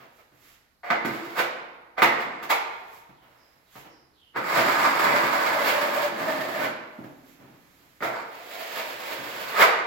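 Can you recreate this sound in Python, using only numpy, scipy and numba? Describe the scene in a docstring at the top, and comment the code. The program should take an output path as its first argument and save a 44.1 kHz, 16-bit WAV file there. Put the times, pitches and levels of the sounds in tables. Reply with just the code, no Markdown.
"""Shoes and knees shift in a bare, echoing room; a wide steel blade slaps, drags and flicks over wet filler.
A faint bird calls, over a low background that slowly swells. The microphones stand a few metres away.
Blade, wall board and wet paste are filters rung by tiny random slips; so are floor and clothes.
The bird is noise through a narrow moving resonance, and dense echoes make the room."""
import sys
import numpy as np
from scipy import signal
from scipy.fft import rfft, irfft
from scipy.io import wavfile
from numba import njit

SR = 44100
rng = np.random.default_rng(int(sys.argv[2]) if len(sys.argv) > 2 else 0)


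def to_wav(sig):
    """Store sig (one row per channel, or 1-D mono) as 16-bit WAV at the path in sys.argv[1].

    Samples outside -1..1 are clipped; the rate is SR.
    """
    pcm = np.clip(np.atleast_2d(sig), -1, 1) * 32767
    pcm = np.round(pcm).astype(np.int16)
    wavfile.write(sys.argv[1], SR, pcm.T)  # frames by channels


N = 434826
T = np.arange(N) / SR
FREQS = np.fft.rfftfreq(N, 1 / SR)
SPOTS = 4  # places along a wide body that sound on their own

# pushes of the blade: start/s, end/s, attack/s, starting effort/dB, effort change/dB per s,
# wall drumming re effort/dB, wet hiss re effort/dB, bend/Hz, starting bend over the broad rasp/dB
PUSHES = [(1.056, 1.317, .02, -36.5, -44.5, 8, -15, 690, -2),
          (2.16, 2.386, .02, -41, -22, -4.5, -38, 697, 3.5),
          (4.363, 6.044, 0.18, -21.5, -1.5, -15.5, -20.5, 585, -4),
          (6.091, 6.615, 0.1, -25.5, -5, -10, -22, 614, 17.5),
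          (8.035, 8.254, 0.013, -27, -75, -13, -29.5, 722, 32),
          (8.213, 9.509, 0.39, -40, 2.5, -20.5, -9.5, 491, -7.5)]
# blade set on the wall: t/s, level/dB, landing/s, chatter decay/s, wall drumming re blow/dB,
# wet hiss re blow/dB, bend/Hz, bend over the broad clang/dB
BLADE_SLAPS = [(.833, -29.5, .001, 0.18, -25, -31, 690, 16),
               (.903, -18.5, 0.00016, 0.0051, -15.5, -48.5, 705, 5),
               (1.049, -31, 0.0027, 0.0024, 0.5, -17.5, 690, -11),
               (1.98, -22.5, 0.004, 0.014, -25, -34, 716, 12),
               (2.02, -12, 0.0013, 0.0018, -15, -23, 707, 2),
               (2.426, -37.5, .001, 0.0057, -15, -14.5, 724, -1),
               (4.362, -26, 0.0068, .015, -10.5, -28, 509, 5),
               (8.006, -34.5, 0.00088, 0.0026, -13.5, -29, 680, 19.5),
               (8.024, -24, 0.0031, .025, -14.5, -22.5, 473, 14)]
# blade speeding up, catching or peeling off the paste: peak t/s, level/dB, rise/s, fall/s,
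# wall drumming re flick/dB, wet hiss re flick/dB, bend/Hz, bend over the broad clang/dB
BLADE_FLICKS = [(1.392, -20.5, .017, 0.0083, -20.5, -18, 497, -9),
                (2.21, -41, .02, .012, -7, -13, 722, -1.5),
                (2.503, -18.5, 0.0048, 0.0084, -42, -17, 903, 6.5),
                (4.573, -19, 0.032, 0.044, -11.5, -17.5, 659, 9.5),
                (5.051, -18, 0.026, 0.16, -10, -26.5, 636, -17),
                (5.68, -24, .04, 0.026, -21.5, -10, 522, 3.5), (6.64, -25, 0.06, 0.021, -10.5, -18, 523, 5),
                (8.78, -32.5, 0.027, .014, -22.5, -10.5, 544, -17),
                (9.619, -10, .031, 0.009, -25.5, -19.5, 406, 4)]


def amp(db):
    """Decibels to gain."""
    return 10 ** (np.asarray(db) / 20)


def read(points, hz=FREQS):
    """A spectrum table joined on a log-frequency axis."""
    f, value = np.transpose(points)
    return np.interp(np.log(np.maximum(hz, 1)), np.log(f), value)


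def body(points, lo, hi, modes=(), size=8192):
    """Minimum-phase response of a broad spectrum plus resonances, with unit power between lo and hi."""
    hz = np.fft.rfftfreq(size, 1 / SR)
    # folding the cepstrum forward puts the energy as early as it can be
    cepstrum = irfft(np.log(amp(read(points, hz))))
    cepstrum[1:size // 2] *= 2
    cepstrum[size // 2 + 1:] = 0
    resonances = sum(amp(db) / (1 + 2j * (hz - f) / width) for f, width, db in modes)
    h = np.exp(rfft(cepstrum)) * (1 + resonances)
    in_band = (hz > lo) & (hz < hi)
    return irfft(h / np.sqrt(np.mean(abs(h) ** 2 * in_band)))


def ring(force, response):
    """Each slip falls on one of several spots of a wide body and rings it; one row per spot."""
    hit = rng.integers(SPOTS, size=N) == np.arange(SPOTS)[:, None]
    shares = (force * hit).astype(np.float32)
    return signal.oaconvolve(shares, response[None].astype(np.float32), axes=1)[:, :N]


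@njit
def bandpass(x, hz, width):
    """State-variable resonance whose centre and width can move."""
    y, band, low = np.empty(len(x)), 0., 0.
    for i in range(len(x)):
        g, damping = np.tan(np.pi * hz[i] / SR), width[i] / hz[i]
        v = (band + g * (x[i] - low)) / (1 + g * (g + damping))
        band, low, y[i] = 2 * v - band, low + 2 * g * v, damping * v
    return y


def walk(rate):
    """Random wander with a spread a little under 1: straight lines between rate new values a second."""
    return np.interp(T * rate, np.arange(N // 20), rng.standard_normal(N // 20))


def grit(rate, spread_db):
    """Tiny slips of uneven size, about rate a second, rms 1."""
    slips = (rng.random(N) < rate / SR) * rng.choice([-1, 1], N)
    x = slips * amp(spread_db * np.clip(rng.standard_normal(N), -2, 2))
    return x / np.std(x)


def burst(texture, s, rise, fall):
    """A swell of texture with the energy of a twentieth of a second at 0 dB."""
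    x = np.zeros(N)
    near = slice(max(int(s * SR) - SR // 2, 0), int(s * SR) + SR // 2)
    x[near] = texture[near] * np.exp(-np.maximum((s - T[near]) / rise, (T[near] - s) / fall))
    return x * np.sqrt(SR / 20 / np.sum(x[near] ** 2))


def background(level_db=-68, swell_db=1.4):
    """Filtered noise, alike in the bass at both microphones, whose level slowly wanders."""
    # relative spectrum: f/Hz, level/dB
    air_colour = [(25, -3.5), (60, 10.5), (130, 6.5), (400, -4), (1000, -1), (2100, -4.5), (2900, -24.5),
                  (4000, -4.5), (6000, -12.5), (9000, -18), (12000, -9), (16000, -21.5)]
    noise = rng.standard_normal((2, N))
    air = pair(signal.oaconvolve(noise, body(air_colour, 0, SR)[None], axes=1)[:, :N])
    return air * amp(level_db + swell_db * walk(2.1))


def footsteps(heel=0.053):
    """Shoes and knees land with a knock, thud and scuff on the dusty floor."""
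    # contacts with the floor: t/s, thud level/dB, decay/s, scuff re thud/dB
    steps = [(.0, -56.5, 0.045, 9), (0.186, -72, .013, 16.5), (0.319, -60.5, 0.03, -4),
             (3.089, -56, .017, -2), (3.218, -61, 0.3, 10), (3.755, -52.5, .007, 6.5),
             (3.848, -50, 0.018, -0.5), (6.987, -39.5, 0.0088, -23.5), (7.041, -42, 0.0021, -8),
             (7.391, -47, 0.14, -3.5), (7.8, -60, .086, -3), (8.03, -42.5, 0.083, -14),
             (9.188, -43.5, 0.03, -28.5)]
    # relative spectrum of the floor's thud: f/Hz, level/dB
    thud_colour = [(30, -26.5), (75, -15), (95, -13), (125, 2.5), (200, -4.5), (300, 1.5), (450, -9),
                   (900, -11), (4000, -62)]
    # relative spectrum of the dusty scuff: f/Hz, level/dB
    scuff_colour = [(100, -50.5), (450, 3.5), (1000, 4), (2200, -2), (4500, -14.5), (7500, -24.5),
                    (9000, -30), (15000, -16.5)]
    dust, weight = grit(2500, 3), grit(1500, 3)
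    for s, *_ in steps:
        weight[max(int(s * SR), 0)] += heel * SR / 100  # one-sample knock
    thuds = sum(amp(db) * burst(weight, s, 1 / SR, fall) for s, db, fall, _ in steps)
    scuffs = sum(amp(db + scuff_db) * burst(dust, s, 0.0016, fall) for s, db, fall, scuff_db in steps)
    return ring(thuds, body(thud_colour, 0, SR)) + ring(scuffs, body(scuff_colour, 0, SR))


def clothes():
    """Work clothes brush softly: dense tiny slips that swell and fade."""
    # brushes: peak t/s, level/dB, width/s
    rustles = [(.168, -61.5, .045), (.47, -53, 0.056), (2.75, -62, 0.068), (2.94, -52.5, .039),
               (3.45, -67, 0.17), (3.77, -49, 0.032), (7.03, -61.5, 0.11), (7.289, -58, 0.039),
               (7.8, -60, 0.29)]
    # relative spectrum of the cloth: f/Hz, level/dB
    cloth_colour = [(200, 4.5), (600, 4), (2100, 9), (3000, 5), (5000, 0), (7400, -0.5), (9000, -11),
                    (12000, 3.5), (15700, -3)]
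    loud = sum(amp(db) / np.cosh(np.clip((T - s) / width, -20, 20)) for s, db, width in rustles)
    return ring(grit(6500, 4) * loud, body(cloth_colour, 0, SR))


def slaps(coarse, fine, crack=0.032, squelch_s=0.004):
    """Forces on blade, wall and paste: the edge cracks once, then chatters flat while the paste squelches."""
    force = np.zeros((3, N))
    for s, db, landing_s, fall, drum_db, wet_db, *_ in BLADE_SLAPS:
        landing = coarse.copy()
        landing[int(s * SR)] += crack * SR / 100
        blow = amp(db) * burst(landing, s, landing_s, fall)
        force[0] += blow
        force[1] += amp(drum_db) * blow
        force[2] += amp(db + wet_db) * burst(fine, s + squelch_s, squelch_s, fall + squelch_s)
    return force


def drag(judder_db=3.0, patchy_db=1.0, release_s=0.059, drum_follows=2.97, hiss_follows=0.7):
    """Forces of the pushes on blade, wall and paste; the blade judders as it grips and lets go."""
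    # drum_follows and hiss_follows: dB for each dB that the effort changes during a push
    force = np.zeros((3, N))
    for start, end, attack, db, db_per_s, drum_db, hiss_db, *_ in PUSHES:
        on = slice(int(start * SR), int((end + release_s) * SR))
        t = T[on] - start
        release = np.clip((end + release_s - T[on]) / release_s, 0, 1)
        contact = np.clip(t / attack, 0, 1) * release
        change = db_per_s * t
        force[0, on] += contact * amp(db + change)
        force[1, on] += np.sqrt(contact) * amp(db + drum_db + drum_follows * change)  # the wall answers first
        force[2, on] += contact * amp(db + hiss_db + hiss_follows * change)
    judder = amp(judder_db * walk(110) + patchy_db * walk(25))
    return force * judder * np.array([grit(1800, 2.9), grit(1200, 3.3), grit(7000, 7.2)])


def flicks(coarse, fine):
    """Forces on blade, wall and paste as the blade speeds up, catches or peels off: slips that swell and fall."""
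    force = np.zeros((3, N))
    for s, db, rise, fall, drum_db, wet_db, *_ in BLADE_FLICKS:
        blow = amp(db) * burst(coarse, s, rise, fall)
        force[0] += blow
        force[1] += amp(drum_db) * blow
        force[2] += amp(db + wet_db) * burst(fine, s, rise, fall)
    return force


def bends(sing_db_per_s=14.5):
    """Rows of (s, Hz, dB) for the bending resonance: at both ends of each push, and at each blow."""
    pushed = []
    for start, end, *_, hz, db in PUSHES:
        # as the paste under it runs out, the blade sings more clearly
        pushed += [(start, hz, db), (end, hz, db + sing_db_per_s * (end - start))]
    struck = [(s, hz, db) for s, *_, hz, db in BLADE_FLICKS + BLADE_SLAPS]
    return sorted(pushed), sorted(struck)


def flex(steel, bend, width_hz=40, broad_hz=1000, overtone=2.85, overtone_db=-12):
    """Two bending modes glide from one bend row to the next and take their power from the broad sound."""
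    s, hz, db = np.transpose(bend)
    hz, gain = np.interp(T, s, hz), amp(np.interp(T, s, db))
    width = np.full(N, float(width_hz))
    hollow = np.array([bandpass(row, hz, width)
                       + amp(overtone_db) * bandpass(row, overtone * hz, overtone * width)
                       for row in steel.astype(float)])
    return (steel + gain * hollow) / np.sqrt(1 + gain * (gain + 2) * width_hz / broad_hz)


def plastering():
    """Slaps, pushes and flicks all sound through the steel blade, the wall board and the wet paste."""
    # relative spectra of pressed blade, free blade, wall board and wet paste: f/Hz, level/dB
    rasp_colour = [(100, -45), (250, -40.5), (450, -11.5), (700, -2.5), (1000, 3.5), (1550, -2.5),
                   (2300, -8), (3000, -29), (4700, -17), (6000, -31), (7500, -24), (9000, -39.5),
                   (16000, -56.5)]
    clang_colour = [(100, -41.5), (330, -17.5), (450, -2.5), (550, 3), (800, 5.5), (1400, 5), (2200, 0),
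                    (3000, -12.5), (4700, -17.5), (6200, -28.5), (7500, -30), (9000, -43), (16000, -31.5)]
    drum_colour = [(30, -36.5), (60, -29), (85, -18.5), (103, -22), (125, -3.5), (170, -3), (330, -3),
                   (450, -3), (800, -37), (3000, -66)]
    hiss_colour = [(150, -14.5), (500, 15), (1200, 9.5), (2400, 11.5), (3300, 7), (4800, 2.5), (6000, -4),
                   (7400, -3), (9000, -13.5), (11500, -2.5), (14000, -2.5), (15700, -1)]
    # blade modes: f/Hz, width/Hz, level over the broad blade sound/dB
    steel_modes = [(461, 6.7, 8), (486, 14, -7), (931, 16, -2), (1213, 150, -11.5), (1514, 10, 3),
                   (1695, 23, -28.5), (2030, 28, 0), (2160, 57, 0), (2360, 180, -5), (2870, 26, 1),
                   (3550, 25, 5.5)]
    # wall board modes: f/Hz, width/Hz, level over the broad drumming/dB
    wall_modes = [(161.3, 13, -2), (226.8, 3.9, 10), (282.4, 22, 5.5), (339.5, 34, 9)]
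    coarse, fine = grit(5000, 4), grit(9000, 3)
    rasp, push_drum, push_hiss = drag()
    blows, blow_drum, blow_hiss = slaps(coarse, fine) + flicks(coarse, fine)
    pushed, struck = bends()
    # a free blade rings brighter than one pressed into the paste
    steel = flex(ring(rasp, body(rasp_colour, 500, 2500, steel_modes)), pushed)
    steel += flex(ring(blows, body(clang_colour, 500, 2500, steel_modes)), struck)
    wall = ring(push_drum + blow_drum, body(drum_colour, 100, 400, wall_modes))
    paste = ring(push_hiss + blow_hiss, body(hiss_colour, 11000, 16000))
    return steel + wall + paste


def bird(width_hz=110, sweep_width_hz=1700):
    """Low and high thin notes in turn: filtered noise starts airy, falls and settles into a whistle."""
    # bird notes: t/s, length/s, peak level/dB
    notes = [(3.134, .14, -66.5), (3.36, .16, -66), (3.64, 0.34, -66), (3.89, 0.17, -67), (4.13, .22, -61)]
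    # the low and the high note: start f/Hz, end f/Hz
    song = [(4100, 2930), (5500, 5050)]
    hz, width, loud = np.full(N, song[0][0], float), np.full(N, float(width_hz)), np.zeros(N)
    for k, (s, length, db) in enumerate(notes):
        start_hz, end_hz = song[k % 2]
        u = np.clip((T - s) / length, 0, 1)  # progress through the note
        hz = np.where(T > s, end_hz + (start_hz - end_hz) * (1 - u) ** 4, hz)
        width = np.where(T > s, width_hz + sweep_width_hz * (1 - u) ** 2, width)
        loud += amp(db) * np.sqrt(4 * u * (1 - u))
    airy = bandpass(rng.standard_normal(N), hz, width)
    tone = bandpass(airy, hz, width) / np.sqrt(width)  # equal power at any width
    return loud * tone / np.std(tone)


def pair(two):
    """Two unrelated signals as two close microphones hear them: alike in the bass."""
    # likeness of the two microphones: f/Hz, correlation (1 alike, 0 unrelated, below 0 opposed)
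    likeness = [(25, .3), (60, 0.82), (120, 0.56), (250, 0.83), (500, 0.51), (1000, -0.2), (2000, 0.026),
                (5000, -0.013)]
    mid, side = rfft(two)
    alike = np.clip(read(likeness, np.linspace(0, SR / 2, len(mid))), -1, 1)
    mid, side = mid * np.sqrt((1 + alike) / 2), side * np.sqrt((1 - alike) / 2)
    return irfft(np.array([mid + side, mid - side]))


def echo_pattern(direct_db=-15, early_db=3, early_s=.035, echo_rate=3500):
    """Bare walls: a weak direct sound, strong early echoes, then a dense tail that loses its treble first."""
    # room decay: f/Hz, time to fall 60 dB/s
    room_decay = [(100, 0.46), (250, 1.6), (500, 1.09), (1000, 1.15), (2000, 1.02), (4000, 0.86),
                  (7500, 0.55), (12000, 0.38), (16000, 0.23)]
    t = T[:5 * SR // 4]
    density = np.clip(echo_rate / SR * (1 + (t / early_s) ** 2), 0, 1)
    sparse = rng.standard_normal((2, len(t))) * (rng.random((2, len(t))) < density)
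    echoes = sparse / np.sqrt(density)
    hz, when, z = signal.stft(echoes, SR, nperseg=256)
    decay = amp(-60 * when / read(room_decay, hz)[:, None])
    decay *= 1 + amp(early_db) * np.exp(-when / early_s)
    # equal echo energy in every band
    decay /= np.sqrt(np.sum(decay ** 2, axis=1, keepdims=True) * when[1] * SR)
    response = pair(signal.istft(z * decay, SR)[1])
    response = response[:, :9 * SR // 8]  # the tail has died away by then
    response[:, 0] += amp(direct_db)
    return response


def room(spots):
    """Every spot reaches the microphones by its own pattern of echoes."""
    return sum(signal.oaconvolve(x[None].astype(np.float32), echo_pattern().astype(np.float32), axes=1)[:, :N]
               for x in spots)


def scene():
    """The work and the bird echo in the room over a faint, slowly swelling background."""
    spots = footsteps() + clothes() + plastering()
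    spots[0] += bird()
    return room(spots) + background()


def record(dry):
    """The left microphone is shaded from the treble; the top is cut."""
    # balance of the microphone pair: f/Hz, left minus right/dB
    ears = [(100, 0.93), (200, -3), (400, -1), (800, -1), (2400, -3), (4400, -5), (8100, -10.5),
            (15000, -15)]
    lean = amp(read(ears))
    gains = np.array([lean, np.ones_like(lean)]) * np.sqrt(2 / (1 + lean ** 2))  # total power kept
    heard = irfft(rfft(dry) * gains, N)
    top_cut = signal.ellip(10, .2, 70, 15900, fs=SR, output="sos")  # order, ripple/dB, stop/dB, f/Hz
    return signal.sosfilt(top_cut, heard)


dry = scene()
out = record(dry)
to_wav(out)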